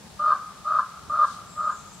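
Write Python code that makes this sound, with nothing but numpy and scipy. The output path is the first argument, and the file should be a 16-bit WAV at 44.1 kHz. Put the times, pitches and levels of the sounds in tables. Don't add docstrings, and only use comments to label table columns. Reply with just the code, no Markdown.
import sys
import numpy as np
from scipy import signal
from scipy.fft import rfft, irfft
from scipy.io import wavfile
from scipy.ndimage import map_coordinates

SR = 44100
rng = np.random.default_rng(int(sys.argv[2]) if len(sys.argv) > 2 else 0)


def master_out(mix):
    frames = np.transpose(np.atleast_2d(mix))
    ceiling = np.clip(frames, -1, 1)
    pcm = np.round(ceiling * 32767).astype(np.int16)
    wavfile.write(sys.argv[1], SR, pcm)


N = 88200

# f/Hz, relative level/dB
WIND_MID_TONE = [(20, -30), (40, -12), (60, -1), (120, -0.5), (190, 4.5), (280, -8), (500, -9), (900, -5.5),
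                 (2000, -15.5), (3000, -16.5), (3800, -14.5), (5500, -16.5), (7500, -18), (10000, -22.5),
                 (15500, -34.5)]
# f/Hz, relative level/dB
WIND_SIDE_TONE = [(18, -52), (30, -20), (81, -7), (156, -3.5), (208, 0), (243, -10.5), (532, -10.5),
                  (709, -9), (945, -10.5), (1050, -12), (2760, -14.5), (8060, -13), (15500, -31.5)]
# f/Hz, left minus right/dB
WIND_BALANCE = [(60, 4.5), (110, -0.5), (200, 3.5), (380, 0.5), (700, 2.5), (1290, 0.5), (2380, 0),
                (4400, 3), (8120, 1.5), (15000, 0)]
# t/s, level/dB
GUSTS = [(0, 3), (.37, -1.5), (.55, 0.5), (.7, 0), (.92, -3.5), (1.09, 4), (1.22, -2.5), (1.36, 1),
         (1.6, 1.5), (1.8, 0.5), (2, 2)]
# start t/s, length/s, first f/Hz, last f/Hz, level/dB
WHISTLES = [(1.443, 0.166, 7460, 7580, -54), (1.549, 0.17, 7570, 7150, -57.5),
            (1.699, 0.072, 6870, 7340, -50.5), (1.726, 0.13, 7490, 7420, -57),
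            (1.738, 0.11, 6680, 6020, -55), (1.842, .13, 6990, 6020, -58.5), (1.92, 0.047, 7560, 7630, -52)]
# f/Hz, relative level/dB
FEATHER_TONE = [(1500, -50), (2800, -2), (3700, 7), (5500, 3), (8500, 1), (12000, -13), (16000, -55)]
# delay/s, level/dB
ECHOES = [(0.014, -18), (.036, -16.5), (.064, -25.5), (.105, -27), (.185, -31)]
# f/Hz, gain/dB
SCATTER_EQ = [(500, -6.5), (650, 0), (1050, -1.5), (1200, -3.5), (1300, 3.5), (1400, 4.5), (1700, 2),
              (2200, 4.5), (4300, 8.5)]
# f/Hz, gain/dB
CROAK_EQ = [(250, -61), (450, -40), (590, -25.5), (640, -25), (700, -20), (820, -23.5), (900, -18),
            (960, -21.5), (1040, -5), (1110, -11), (1175, 1), (1245, -2), (1305, -2.5), (1365, 1),
            (1490, -14.5), (1580, -14.5), (1690, -21), (1830, -47), (2450, -45.5), (3000, -49),
            (3650, -42.5), (4400, -42), (6000, -59), (12000, -69)]
# centre t/s, half width/s, f/Hz, pre-EQ level/dB
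CRACKS = [(0.243, 0.01, 690, -31), (.357, 0.014, 385.7, -28.5), (.678, 0.013, 685, -48),
          (.724, 0.013, 705, -32), (1.128, 0.017, 690, -38.5), (1.172, 0.029, 685, -29),
          (1.726, 0.0046, 501, -30.5)]
# start t/s, time to the break/s, time to full effort/s, pre-EQ level/dB,
# swell/dB, roughness/0-1, lead-in/s, relative chest tone/dB, relative low register/dB
CROAKS = [(0.197, .125, 0.092, -16.5, 10, .42, 0.0086, -4, -4),
          (.653, 0.14, 0.13, -19, 9, 0.58, .013, -4, -3.5),
          (1.098, .141, 0.12, -17.5, 12.5, .5, 0.0058, -5, -6),
          (1.582, .119, 0.11, -22, 4.5, 0.52, 0.031, 1, -5.5)]

WIND_MID_DB, WIND_SIDE_DB, WIND_FLICKER_DB = -49, -53, 1.2
WHISTLE_WARBLE, WHISTLE_WARBLE_HZ, WHISTLE_WET_DB, WHISTLE_PAN_DB = .034, 600, -1, 8
RUSTLE_AT_S, RUSTLE_WIDTH_S, RUSTLE_DB, RUSTLE_PAN_DB = 1.31, .068, -50, 8
GROUND_T60_S, GROUND_DB = .76, -14.5
FAR_T60_S, FAR_DB = 1.88, -22.5
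SWAY_RAD, SWAY_HZ = .8, 170
RAVEN_PAN_DB, SCATTER_WIDTH = 1.0, .18

PITCH_HZ, SCOOP_HZ, SCOOP_S = 623, 16, .0242
SAG_HZ_PER_S, SAG_LEAD_S = 1453, .0095
WANDER, WANDER_HZ = .016, 55
LEAD_IN_DB, RELEASE_DB_PER_S = 24, 797
SECOND_RATIO, SECOND_DB = .942, -9
CHEST_RATIO, CHEST_ROUGH = .972, .35
CHEST_FADE_S = .16
LOW_HZ, LOW_RISE_HZ_PER_S, LOW_SINK_HZ_PER_S, LOW_SINK_DB = 526, 1500, 3000, -1
LOW_LEAD_S, LOW_ATTACK_S, LOW_RELEASE_S = .001, .011, .028
LOW_ROUGH, CRACK_ROUGH = .31, .42
JITTER, JITTER_HZ = .04563, 338.5
SHIMMER_DB, SHIMMER_HZ, RASP_DB = 3.8, 120, -5.5
FLUTTER_DEPTH, FLUTTER_HZ, FLUTTER_SCATTER = .36, 150, .2523
TOP_HZ = 15700


def undb(db):
    return 10 ** (np.asarray(db) / 20)


def unit(x):
    return x / np.sqrt(np.mean(x ** 2))


def pan(x, db):
    return x * undb(np.array([[db], [-db]]) / 2)


def wobble(hz):
    at = np.arange(N) * hz / SR
    return 2 * np.tanh(map_coordinates(rng.standard_normal(4096), [at], order=3, mode="wrap") / 2)


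def eq_curve(points, size):
    hz, db = np.array(points).T
    bin_hz = np.arange(size // 2 + 1) * SR / size
    return undb(np.interp(np.log(bin_hz + 1), np.log(hz), db))


def coloured_noise(tone, shape=N):
    return unit(irfft(rfft(rng.standard_normal(shape)) * eq_curve(tone, N), N))


def resonate(x, points, size=4096):
    cepstrum = irfft(np.log(eq_curve(points, size)))
    cepstrum[1:size // 2] *= 2
    cepstrum[size // 2 + 1:] = 0
    impulse = irfft(np.exp(rfft(cepstrum)))
    return signal.fftconvolve(x, impulse)[:N]


def wind():
    mid = undb(WIND_MID_DB) * coloured_noise(WIND_MID_TONE)
    side = undb(WIND_SIDE_DB) * coloured_noise(WIND_SIDE_TONE)
    air = mid + side * np.array([[1], [-1]])
    rumble = signal.sosfiltfilt(signal.butter(2, 500, fs=SR, output="sos"), air)
    gust_db = np.interp(np.arange(N) / SR, *np.array(GUSTS).T) + WIND_FLICKER_DB * wobble(hz=13)
    air = air + rumble * (undb(gust_db) - 1)
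    balance = eq_curve(WIND_BALANCE, N) ** np.array([[.5], [-.5]])
    return irfft(rfft(air) * balance, N)


def outdoor_reverb(x, width, t60):
    tails = rng.standard_normal((2, N)) * np.exp(-np.log(1000) * np.arange(N) / SR / t60)
    wet = [signal.fftconvolve(x, unit(tail) / np.sqrt(N))[:N] for tail in tails]
    mid, side = (np.real(signal.hilbert(w) * np.exp(1j * SWAY_RAD * wobble(SWAY_HZ))) for w in wet)
    return mid + width * side * np.array([[1], [-1]])


def small_bird():
    song = 0
    for start, length, first_hz, last_hz, db in WHISTLES:
        progress = np.clip((np.arange(N) / SR - start) / length, 0, 1)
        glide_hz = first_hz + (last_hz - first_hz) * progress
        hz = glide_hz * (1 + WHISTLE_WARBLE * wobble(WHISTLE_WARBLE_HZ))
        song = song + undb(db) * np.sin(np.pi * progress) * np.sin(2 * np.pi * np.cumsum(hz) / SR)
    wet = undb(WHISTLE_WET_DB) * outdoor_reverb(song, width=1, t60=FAR_T60_S)
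    return pan(song + wet, WHISTLE_PAN_DB)


def feathers():
    swish = np.exp(-.5 * ((np.arange(N) / SR - RUSTLE_AT_S) / RUSTLE_WIDTH_S) ** 2)
    return pan(undb(RUSTLE_DB) * swish * coloured_noise(FEATHER_TONE, (2, N)), RUSTLE_PAN_DB)


def membrane_phase(hz, rough):
    unsteady = 1 + WANDER * wobble(WANDER_HZ) + rough * JITTER * wobble(JITTER_HZ)
    return 2 * np.pi * np.cumsum(hz * unsteady) / SR


def membrane(hz, rough, harmonics=14):
    phase = membrane_phase(hz, rough)
    pulses = np.sqrt(2) * sum(np.cos(k * phase) for k in range(1, harmonics + 1))
    puffs = np.sqrt(SR / 2 / hz) * (1 + np.cos(phase)) * rng.standard_normal(N)
    return pulses + undb(RASP_DB) * rough * puffs


def crack(at, width, hz, db):
    blip = np.exp(-((np.arange(N) / SR - at) / width) ** 2)
    return undb(db) * blip * membrane(hz, CRACK_ROUGH)


def low_register(t):
    glide_s = np.clip(t, -.008, .03)
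    rising = membrane(LOW_HZ + LOW_RISE_HZ_PER_S * glide_s, LOW_ROUGH)
    sinking_phase = membrane_phase(LOW_HZ - LOW_SINK_HZ_PER_S * glide_s, LOW_ROUGH)
    sinking = undb(LOW_SINK_DB) * np.sqrt(2) * np.cos(2 * sinking_phase)
    envelope = np.exp(-(t / np.where(t < 0, LOW_ATTACK_S, LOW_RELEASE_S)) ** 2)
    return (rising + sinking) * envelope


def croak(start, hold, rise, db, swell_db, rough, lead_in, chest_db, low_db):
    t = np.arange(N) / SR - start
    age = np.maximum(t, 0)
    sag_s = np.clip(t - hold + SAG_LEAD_S, 0, .1)
    hz = PITCH_HZ - SCOOP_HZ * np.exp(-age / SCOOP_S) - SAG_HZ_PER_S * sag_s
    gate = undb(LEAD_IN_DB * np.minimum(t / lead_in, 0) - RELEASE_DB_PER_S * np.maximum(t - hold, 0))
    effort = undb(-swell_db * np.maximum(1 - age / rise, 0))
    membranes = membrane(hz, rough) + undb(SECOND_DB) * membrane(hz * SECOND_RATIO, rough)
    chest_tone = np.sqrt(2) * np.cos(membrane_phase(hz * CHEST_RATIO, CHEST_ROUGH))
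    chest = undb(chest_db) * np.exp(-age / CHEST_FADE_S) * chest_tone
    finish = undb(low_db) * low_register(t - hold + LOW_LEAD_S)
    voice = gate * (effort * membranes + chest) + finish
    flap_hz = FLUTTER_HZ * (1 + FLUTTER_SCATTER * wobble(hz=100))
    flutter = 1 + rough * FLUTTER_DEPTH * np.sin(2 * np.pi * np.cumsum(flap_hz) / SR)
    shimmer_db = rough * SHIMMER_DB * wobble(SHIMMER_HZ)
    return voice * undb(db + shimmer_db) * flutter


def raven():
    t = np.arange(N) / SR
    syrinx = sum(croak(*row) for row in CROAKS) + sum(crack(*row) for row in CRACKS)
    voice = resonate(syrinx, CROAK_EQ)
    echoes = sum(undb(db) * np.interp(t - delay, t, voice, left=0) for delay, db in ECHOES)
    send = resonate(voice, SCATTER_EQ)
    ground = undb(GROUND_DB) * outdoor_reverb(send, SCATTER_WIDTH, GROUND_T60_S)
    far = undb(FAR_DB) * outdoor_reverb(send, SCATTER_WIDTH, FAR_T60_S)
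    return pan(voice + echoes + ground + far, RAVEN_PAN_DB)


def scene():
    return raven() + feathers() + small_bird() + wind()


def record(dry):
    return signal.sosfilt(signal.ellip(10, .2, 80, TOP_HZ, fs=SR, output="sos"), dry)


dry = scene()
out = record(dry)
master_out(out)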